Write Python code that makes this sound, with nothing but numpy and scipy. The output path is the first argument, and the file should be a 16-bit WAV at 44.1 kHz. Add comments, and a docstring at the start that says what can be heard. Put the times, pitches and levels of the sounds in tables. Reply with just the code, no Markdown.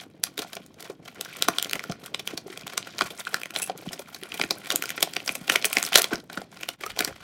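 """A small room, microphone close to two hands prying and twisting a stiff clear plastic blister.
Over a low hush the fingers rub and creases slip in a fine crackle. Dents start to pop through, coloured
by the hollow shell and trailed by the room, among soft bumps and hollow knocks. At 3.6 s a finger
squeaks along the film. The snaps crowd up to the loudest near 6 s, which softly overloads the
microphone; the level dips briefly at 6.8 s, and the stand shakes under the last snaps."""
import sys
import numpy as np
from scipy import signal
from scipy.fft import rfft, irfft
from scipy.io import wavfile
from scipy.ndimage import uniform_filter1d

SR = 44100
rng = np.random.default_rng(int(sys.argv[2]) if len(sys.argv) > 2 else 0)


def waveform_to_disk(signal):
    """Save audio, clipped to [-1, 1], as 16-bit WAV at the path in sys.argv[1]."""
    frames = np.transpose(np.atleast_2d(signal))
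    scaled = np.clip(frames, -1, 1) * 32767
    samples = np.round(scaled).astype(np.int16)
    wavfile.write(sys.argv[1], SR, samples)


N = 319239


def gain_of(db):
    """Decibels to gain."""
    return 10 ** (np.asarray(db) / 20)


def unit_rms(x):
    """Scales to an rms of one."""
    return x / np.sqrt(np.mean(x ** 2) + 1e-20)


def over_frequency(points, hz):
    """Joins points with straight lines on a log-frequency axis."""
    f, value = np.transpose(points)
    return np.interp(np.log(hz + 1), np.log(f + 1), value)


def over_time(rows):
    """Columns of a curve table at every sample."""
    s, *columns = np.transpose(rows)
    return [np.interp(np.arange(N) / SR, s, c) for c in columns]


def band(x, lo_hz, hi_hz):
    """Causal band-pass."""
    return signal.sosfilt(signal.butter(2, [lo_hz, hi_hz], "bandpass", fs=SR, output="sos"), x)


def mode(x, hz, width_hz):
    """Two-pole resonance of gain one at its centre."""
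    return signal.lfilter(*signal.iirpeak(hz, hz / width_hz, SR), x)


def wander(samples):
    """Unit-rms noise, smoothed over so many samples."""
    return unit_rms(uniform_filter1d(rng.standard_normal(N), samples))


def clicks(per_s, spread_db):
    """Tiny slips of random size, louder and softer in clumps."""
    clumps = gain_of(5.1 * wander(500))
    size = gain_of(spread_db * np.minimum(rng.exponential(1, N), 4)) * rng.choice([-1, 1], N)
    return size * clumps * (rng.random(N) < per_s / SR)


# Room tone at the microphone: f/Hz, relative spectral level/dB
ROOM_TONE = [(18, -77), (30, -54), (55, -10), (124, -3.5), (215, -1.5), (374, -15), (473, -32), (684, -48),
             (866, -50), (1430, -36), (1670, -35), (3140, -45), (16000, -81)]

def hush():
    """The steady low noise of the room."""
    spectrum = gain_of(over_frequency(ROOM_TONE, np.fft.rfftfreq(N, 1 / SR)))
    return gain_of(-56) * unit_rms(irfft(rfft(rng.standard_normal(N)) * spectrum, N))


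# Handling noise, close up: t/s, finger rumble level/dB, stand shake level/dB
HANDLING_NOISE = [(0.0, -55, -92), (1.5, -50.5, -76), (2.78, -51, -80), (3.21, -56.5, -82), (3.9, -48, -78),
                  (4.09, -57, -66), (4.44, -49.5, -75), (5.64, -51, -79), (6.01, -49.5, -71),
                  (6.7, -55, -84), (6.84, -63, -45), (7.0, -53, -54), (7.24, -62.5, -48)]

def handling():
    """Rubbing fingers make a lumpy rumble; the stand shakes deeper down."""
    rumble_db, shake_db = over_time(HANDLING_NOISE)
    rumble = band(clicks(per_s=980, spread_db=1.5), 115, 550)
    shake = band(clicks(per_s=150, spread_db=-3.5), 39, 113)
    return gain_of(rumble_db) * unit_rms(rumble) + gain_of(shake_db) * unit_rms(shake)


def swells(events, rise_s, fade_s):
    """Summed power of events (t/s, hold/s, level/dB) that build up, hold and fade."""
    t = np.arange(0, N + 64, 64) / SR
    power = np.zeros(len(t))
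    for s, hold_s, db in events:
        before, after = np.minimum(t - s, 0), np.maximum(t - s - hold_s, 0)
        power += gain_of(2 * db) * np.exp(2 * before / rise_s - 2 * after / fade_s)
    return np.interp(np.arange(N) / SR, t, power)


# A hand shifts its grip: t/s, length/s, level/dB
GRIP_SHIFTS = [(0.0, 0.034, -43.5), (0.376, 0.13, -46.5), (0.525, 0.043, -50), (0.618, 0.038, -52.5),
               (0.781, .14, -50.5), (1.029, 0.27, -52), (2.037, 0.037, -48.5), (2.255, 0.09, -42.5),
               (2.467, 0.13, -45.5), (2.67, 0.075, -44.5), (2.973, .16, -44), (3.182, 0.025, -38.5),
               (3.261, 0.13, -42.5), (3.54, .055, -39.5), (3.616, 0.063, -42.5), (3.782, .11, -45.5),
               (3.91, 0.097, -47.5), (4.07, 0.24, -52.5), (4.214, 0.11, -46.5), (4.321, 0.17, -45.5),
               (5.257, 0.066, -39), (5.505, 0.057, -34.5), (5.925, 0.084, -25.5), (6.109, 0.069, -44.5),
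               (6.315, 0.11, -46), (6.517, 0.19, -47), (6.806, 0.11, -44.5), (6.96, .15, -41.5)]

def rustle_power():
    """Power with which the shifting grips rustle the film."""
    return swells(GRIP_SHIFTS, rise_s=0.0022, fade_s=0.012)


def scrapes(per_s, ms):
    """Envelope of random slips that each last a moment."""
    slips = abs(clicks(per_s, spread_db=4.0))
    return unit_rms(signal.oaconvolve(slips, signal.windows.hann(int(ms * SR / 1000)), "same"))


def crease(hz, width_hz, swish):
    """One size of crease: short slips over the shared swish of rubbing film, in one resonance."""
    envelope = scrapes(per_s=70, ms=6.4) + 0.63 * swish + 0.06
    return unit_rms(mode(envelope * rng.standard_normal(N), hz, width_hz))


# How hard the hands twist the shell: t/s, steady crackle level/dB, treble re crackle/dB
TWIST = [(0.0, -73.5, -5), (0.45, -58.5, -5), (1.0, -70, -9), (1.3, -45, -8), (1.85, -48.5, -3),
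         (2.0, -57, -5), (2.45, -61, -7), (2.9, -47, -14), (3.2, -53.5, 3.5), (3.5, -59, -6.5),
         (4.05, -57.5, -3), (4.5, -51.5, -3), (4.9, -42.5, -0.5), (5.4, -51.5, 0.5), (5.8, -39.5, 3),
         (6.05, -40.5, -6), (6.25, -67, -3), (7.24, -52, -9)]

def crackle():
    """Creases slip under the twist, the snaps and the shifting grips, while skin rubs on the film."""
    twist_db, treble_db = over_time(TWIST)
    swish, rustle = scrapes(per_s=54, ms=16.7), rustle_power()
    grains = sum(crease(hz, hz / 2.47, swish) for hz in np.geomspace(700, 6000, num=7))
    fizz = crease(8400, 2500, swish) + crease(11000, 3000, swish) + crease(13200, 4000, swish)
    grip_rub = gain_of(-13.5) * np.sqrt(rustle) * unit_rms(band(rng.standard_normal(N), 1500, 9000))
    twist_rub = gain_of(twist_db - 6.5) * unit_rms(band(rng.standard_normal(N), 1500, 5000))
    level = np.sqrt(gain_of(2 * twist_db) + stir_power() + rustle)
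    return grip_rub + twist_rub + level * (unit_rms(grains) + gain_of(treble_db) * unit_rms(fizz))


# Resonances of the hollow shell: f/Hz, width/Hz, relative level/dB
SHELL_MODES = [(192, 100, 2), (420, 97, 3), (555, 100, 0.5), (710, 130, 5.5), (1094, 170, 2.5),
               (1405, 137, 8), (1970, 530, -1), (2348, 180, 1), (3130, 380, -2), (4120, 2700, -17.5),
               (5330, 1800, -19.5)]

def shell(x):
    """The hollow blister rings along with the snaps and crackle on it."""
    return 0.48 * x + 0.83 * sum(gain_of(db) * mode(x, hz, width) for hz, width, db in SHELL_MODES)


# Reverberation of the small room: f/Hz, T60/s
ROOM_DECAY = [(200, 0.27), (700, 0.19), (2000, 0.16), (5000, 0.15), (12000, 0.11)]

def room(x):
    """A short tail of sparse reflections, each band dying at its own speed."""
    taps = np.zeros(SR // 2)
    at = np.arange(200, len(taps) - 20, 20)
    taps[at + rng.integers(0, 20, len(at))] = rng.choice([-1., 1.], len(at))
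    hz, t, spectra = signal.stft(taps, SR, nperseg=256)
    decay = gain_of(-60 * t / over_frequency(ROOM_DECAY, hz)[:, None])
    tail = signal.istft(spectra * decay, SR, nperseg=256)[1]
    return signal.fftconvolve(x, tail / np.linalg.norm(tail))[:N]


def burst(noise, t, decay_s, rise_s):
    """Noise that creaks faintly, swells until time zero and dies; its peak is one."""
    loading = np.exp(t / rise_s) + gain_of(-20) * np.exp(t / (4.6 * decay_s))
    x = noise * np.where(t < 0, loading, np.exp(-t / decay_s))
    return x / abs(x).max()


def snap(t, hz, thump_db, crack_db, decay_s):
    """A dent flips: it rings at its own pitch, cracks in the treble and shakes the whole shell."""
    noise = rng.standard_normal((3, len(t)))
    rise_s = 0.00013 + 0.083 * decay_s  # large dents give way a little more slowly
    kick = burst(noise[0], t, decay_s, rise_s)
    ring, tear = mode(kick, hz, 90 + hz / 6), band(kick, 1140, 6160)
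    tear_gain = 0.75 * (hz / 3000) ** 0.073  # wide, low dents tear less
    dent = ring / abs(ring).max() + tear_gain * tear / abs(tear).max()
    crack = burst(band(noise[1], 5600, 15260), t, 1.08 * decay_s, rise_s)
    thump = band(burst(noise[2], t, 2.67 * decay_s, rise_s), 260, 890)
    thump /= abs(thump).max()
    return dent / abs(dent).max() + gain_of(crack_db) * crack + gain_of(thump_db) * thump


# Dents popping close to the microphone: t/s, level/dB, f/Hz, treble crack re level/dB, decay/ms
DENTS = [(.238, -5, 4860, 3, 0.71), (0.3784, -15, 3550, -3, 1.9), (0.391, -16.5, 3720, -2, 5.1),
         (0.4196, -20.5, 4500, -0.5, 3.5), (.532, -24, 3450, -2, 3.3), (0.553, -34, 6800, 13, 1.5),
         (0.5677, -25.5, 2400, -22, 3), (.663, -41, 6460, 8.5, 1.3), (.743, -39.5, 4500, -7, 1.5),
         (.805, -32, 4470, 6.5, 4.1), (.826, -30, 3060, 5, 1.7), (.845, -39, 6000, 5, 1.1),
         (.899, -33.5, 520, -4, 4.8), (1.147, -43, 6000, 2, 1.5), (1.211, -15.5, 3260, 4.5, 1.26),
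         (1.249, -27, 5500, 0, 2.2), (1.3684, -22.5, 7540, 3, 1.4), (1.4239, -1.5, 3600, -1, 0.51),
         (1.4852, -2, 1350, -5, 1.56), (1.5852, -5.5, 3170, 0, 0.26), (1.5973, -18.5, 3100, -5, 1.7),
         (1.6267, -9.5, 7450, 4.5, 0.46), (1.6464, -17.5, 3120, 2, 0.67), (1.6962, -14.5, 4390, -6, 0.49),
         (1.7117, -18, 4400, 2, 1), (1.733, -5.5, 2800, -1, 0.58), (1.7551, -19, 1850, 0.5, 3.1),
         (1.7943, -18, 2090, -8, 0.55), (1.8396, -23, 1420, 1, 0.45), (1.8974, -23.5, 513, -20, 4.4),
         (1.9216, -18.5, 1380, -15, 0.63), (2.0608, -29.5, 3470, 10, 2), (2.146, -11, 3280, -25, 0.86),
         (2.195, -20.5, 3490, -4, 4.2), (2.2755, -12.5, 3420, 0, 0.84), (2.376, -16.5, 4500, -5.5, 3.2),
         (2.5752, -21.5, 2560, -4, 0.87), (2.611, -29, 4470, -2, 1.5), (2.669, -23.5, 3050, 4.5, 2.7),
         (2.6787, -17, 3480, -16, .6), (2.7344, -28, 1390, 2, 2.6), (2.7778, -5.5, 6000, -7, 1.15),
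         (2.828, -22.5, 3140, -35, 0.63), (2.872, -28, 1430, -5, 2.4), (2.9836, -15, 3970, -24, 1.1),
         (2.99, -16.5, 2750, -6, 1.9), (3.0101, -4, 1230, -28, 0.74), (3.0188, -12, 1420, -29, 1.7),
         (3.105, -26.5, 3580, -2, 8.4), (3.204, -24.5, 3500, -1, 2.9), (3.252, -24, 3600, -5, 0.39),
         (3.275, -27, 2630, -10, 3.6), (3.3324, -24, 556, -16, 1.5), (3.3435, -7.5, 1720, -1, 1),
         (3.416, -23.5, 2800, 0.5, 1.3), (3.4342, -17, 2490, -4, 0.69), (3.4574, -20, 2170, -6, 1.5),
         (3.507, -24.5, 2530, 1, 0.55), (3.5525, -21, 3090, -19, 0.92), (3.5618, -10.5, 3540, -8, 2.3),
         (3.599, -20, 1700, 3, 0.92), (3.621, -19, 7400, 0, 4.2), (3.6978, -20.5, 770, -27, 3),
         (3.777, -30, 5500, 5, 0.69), (3.9312, -22, 5300, -3, 5.9), (3.9934, -25, 503, 3, 2.8),
         (4.1465, -23, 4370, -2, 3.2), (4.235, -21, 3030, 1, 0.32), (4.321, -23.5, 2970, -20, 1.2),
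         (4.3417, -25, 2210, 2.5, 6.6), (4.375, -35, 6590, 11, 1), (4.3973, -15, 860, -6, 1.4),
         (4.4144, -7, 2240, -36, 1.15), (4.4379, -14, 1980, -24, 2), (4.5084, -4, 4340, -8, 2.8),
         (4.6587, -24.5, 2450, -9, 1.1), (4.704, -7, 3740, -1.5, 0.9), (4.7137, -13.5, 2870, -22, 1.8),
         (4.7209, -14.5, 6560, 0, 3.4), (4.7428, -31, 484, -18, 4.9), (4.7593, -8.5, 7540, 11, 0.61),
         (4.824, -11, 2610, 1, 0.75), (4.8382, -24, 1440, 9, 1.9), (4.857, -16, 5300, 2, .51),
         (4.8925, -21, 2160, 6, 0.73), (4.9046, -11.5, 2170, 1.5, 0.44), (4.9785, -20.5, 2000, -18, 4.1),
         (5.0063, -20, 6800, -2, 3), (5.027, -5.5, 3470, 3.5, 3.2), (5.1366, -18.5, 4520, -1.5, 0.36),
         (5.1658, -9.5, 2260, -14, 1.2), (5.203, -23.5, 2420, -17, 0.75), (5.2775, -12, 4900, -5, 2.8),
         (5.2924, -9.5, 2430, -12, 0.61), (5.3532, -20, 2470, 7, 3.1), (5.479, -20, 2660, -4, 3.2),
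         (5.4981, -2.5, 2700, -6, 1.6), (5.5206, -16.5, 3600, 2, 6.5), (5.5588, -3, 2180, -6, 1.4),
         (5.616, -22, 3380, -19, 1.1), (5.6249, -17, 3510, -18, 1.1), (5.6454, -5, 2660, -3, 0.96),
         (5.653, -11.5, 8200, 7, 5.1), (5.7299, -12, 2640, 8.5, 0.42), (5.7695, -.5, 2080, -26, 1.28),
         (5.7848, -9, 3720, -3, 0.78), (5.809, -23.5, 1990, -3, 0.88), (5.828, -9.5, 6100, 3, 0.59),
         (5.8383, -14.5, 6900, -4, 1.4), (5.851, -12.5, 5860, -3, 1), (5.864, -17, 4500, 1, 1.8),
         (5.889, -23, 3510, 5, 0.44), (5.924, -14, 3050, -20, 0.62), (5.942, -11.5, 3130, -2, 2.7),
         (5.9568, 9.5, 3470, -3, 1.93), (5.975, -13, 1490, 12.5, 3), (5.983, -5, 3920, 0, 4.4),
         (6.0193, -6, 5070, 4.5, 0.75), (6.0426, -8.5, 3600, -6, 2), (6.1156, -27.5, 650, -22, 11),
         (6.1332, -18, 1530, -3, 4.1), (6.157, -15.5, 4690, -19, 0.74), (6.2992, -27.5, 1580, -24, 3.2),
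         (6.33, -30.5, 4060, 3, 2.3), (6.3743, -18, 1620, -27, 3.5), (6.4173, -24, 768, -29, .85),
         (6.572, -31, 4500, -6.5, 0.89), (6.61, -31.5, 2510, -3, 4.7), (6.6326, -19, 2780, -7, 1.2),
         (6.6891, -11.5, 2860, -2, 1.56), (6.81, -28, 1770, -1.5, 3.2), (6.8368, -18.5, 2130, -20, 2.8),
         (6.8638, -23, 1280, 6, 1.8), (6.9634, -26, 2460, -17, 1.6), (6.9735, -24.5, 830, -28, 1.7),
         (6.9906, -10, 3900, 0, 2.3), (7.0065, -7.5, 1710, 1.5, 1.54), (7.0232, -20, 2020, -12, 2.6),
         (7.0356, -28, 2110, -23, 2.6), (7.048, -9, 5260, 1, 1.3), (7.0758, -23.5, 1880, -0.5, 6.7),
         (7.2349, -24.5, 804, -34, 4.5)]

def snaps():
    """Dents load up and pop through one by one; wide, slow ones shake the shell more."""
    lead, length = 256, 2048  # samples: loading before the peak, whole snap
    t, out = (np.arange(length) - lead) / SR, np.zeros(N + length)
    for s, db, hz, crack_db, ms in DENTS:
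        thump_db = -22 - 3.5 * np.log2(hz / 3000) + 3.5 * np.log2(ms)
        thump_db -= 0.14 * db  # the thump grows less than the snap does
        at = round(s * SR)
        out[at:at + length] += gain_of(db) * snap(t, hz, thump_db, crack_db, ms / 1000)
    return out[lead:N + lead]


def stir_power():
    """Power with which each snap stirs the creases around it; softer snaps stir less."""
    return swells([(s, 0, -36 + 0.89 * db) for s, db, *_ in DENTS], rise_s=0.004, fade_s=0.034)


# Knuckles and card bumping the shell: t/s, level/dB, f/Hz
BUMPS = [(0.392, -29, 350), (1.489, -23.5, 290), (1.752, -30, 222), (1.9, -21, 197), (2.337, -26.5, 360),
         (2.642, -35, 188), (3.018, -26, 340), (3.052, -34, 146), (3.563, -37, 287), (3.876, -24, 225),
         (4.408, -29.5, 280), (4.442, -27.5, 338), (4.51, -28.5, 335), (4.744, -25.5, 335),
         (5.299, -30.5, 305), (5.416, -30, 224), (5.505, -28, 292), (5.773, -25, 332), (6.13, -18, 322),
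         (6.377, -27, 270), (7.006, -25, 358), (7.078, -31, 255)]

def bumps():
    """Each soft bump is a few low cycles that swell, fade and sag in pitch."""
    t, out = np.arange(N) / SR, np.zeros(N)
    for (s, db, hz), phase in zip(BUMPS, rng.random(len(BUMPS))):
        near = slice(round((s - .03) * SR), round((s + 0.04) * SR))
        dt = t[near] - s
        envelope = np.exp(-abs(dt) / np.where(dt < 0, .003, .007))
        cycles = hz * dt * (1 - 28.0 * dt) + phase
        out[near] += gain_of(db) * envelope * np.cos(2 * np.pi * cycles)
    return out


# Hollow knocks on the blister's panels: t/s, level/dB, f/Hz
PANEL_KNOCKS = [(0.567, -27, 700), (0.898, -23.5, 393), (1.481, -29, 1290), (2.195, -28.5, 396),
                (2.463, -24.5, 400), (2.501, -27, 368), (3.697, -14, 734), (4.226, -27, 378),
                (6.129, -12, 1517), (6.687, -20, 702), (6.836, -22.5, 1170), (6.862, -17, 1270)]

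def knocks(rise_s=0.0011, t60_s=0.039):
    """A struck panel rings clearly in one dying mode."""
    t, out = np.arange(4096) / SR, np.zeros(N)
    attack = 1 - np.exp(-t / rise_s)
    for s, db, hz in PANEL_KNOCKS:
        at = round(s * SR)
        out[at:at + len(t)] += gain_of(db - 60 * t / t60_s) * attack * np.sin(2 * np.pi * hz * t)
    return out


# A finger catches on the film and slides: t/s, length/s, level/dB, slip rate f/Hz
FINGER_SLIDES = [(3.568, 0.03, -43, 2507), (3.616, .03, -36, 2613), (3.642, 0.039, -51, 2640)]
# Harmonics of the squeak: multiple of the slip rate, relative level/dB
SLIP_HARMONICS = [(1, 3), (2, -27), (3, 0), (4, 6), (5, -10)]

def squeak(edge_s=0.0028, growth_db=1, glide=0.0151):
    """Quick stick-slip at an unsteady, slightly climbing rate, mixed with the hiss of sliding."""
    level, hz, t = np.zeros(N), np.zeros(N), np.arange(N) / SR
    for s, length, db, slip_hz in FINGER_SLIDES:
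        progress = np.clip((t - s) / length, 0, 1)
        gate = np.clip(np.minimum(t - s, s + length - t) / edge_s, 0, 1)
        level += gate * gain_of(db + growth_db * progress)
        hz = np.where(t > s, slip_hz * (1 + glide * progress), hz)
    cycles = np.cumsum(hz * (1 + 0.029 * wander(60))) / SR
    tone = sum(gain_of(db) * np.cos(2 * np.pi * k * cycles) for k, db in SLIP_HARMONICS)
    tone_rms = np.linalg.norm(gain_of([db for _, db in SLIP_HARMONICS])) / np.sqrt(2)
    hiss = unit_rms(band(rng.standard_normal(N), 5700, 14400))
    grip = gain_of(7.7 * wander(120))  # the finger catches unevenly
    return level * grip * (tone / tone_rms + 0.49 * hiss)


def dip(at_s=6.772, depth_db=-17, width_s=0.013):
    """The level of everything dips briefly."""
    return gain_of(depth_db * np.exp(-((np.arange(N) / SR - at_s) / width_s) ** 2))


def scene():
    """Mono: the plastic close up, with the room's tail and hush behind it."""
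    plastic = shell(snaps() + crackle()) + squeak() + handling() + bumps() + knocks()
    return (dip() * (plastic + gain_of(-15) * room(plastic) + hush()))[None]


# Response of the close microphone: f/Hz, level/dB
MIC_RESPONSE = [(30, -12), (100, -3), (300, 0), (1000, -4.5), (4000, 0), (9000, 0), (15000, 0)]

def record(dry, top_hz=16000):
    """The microphone colours the sound, overloads softly on the loudest pop and loses the top treble."""
    hz = np.linspace(0, SR / 2, 513)
    microphone = signal.firwin2(1023, hz, gain_of(over_frequency(MIC_RESPONSE, hz)), fs=SR)
    coloured = signal.oaconvolve(dry, microphone[None], "same")
    overloaded = coloured / (1 + abs(coloured) ** 4) ** (1 / 4)
    low_pass = signal.firwin(511, top_hz, window=("kaiser", 9), fs=SR)
    return signal.oaconvolve(overloaded, low_pass[None], "same")


dry = scene()
out = record(dry)
waveform_to_disk(out)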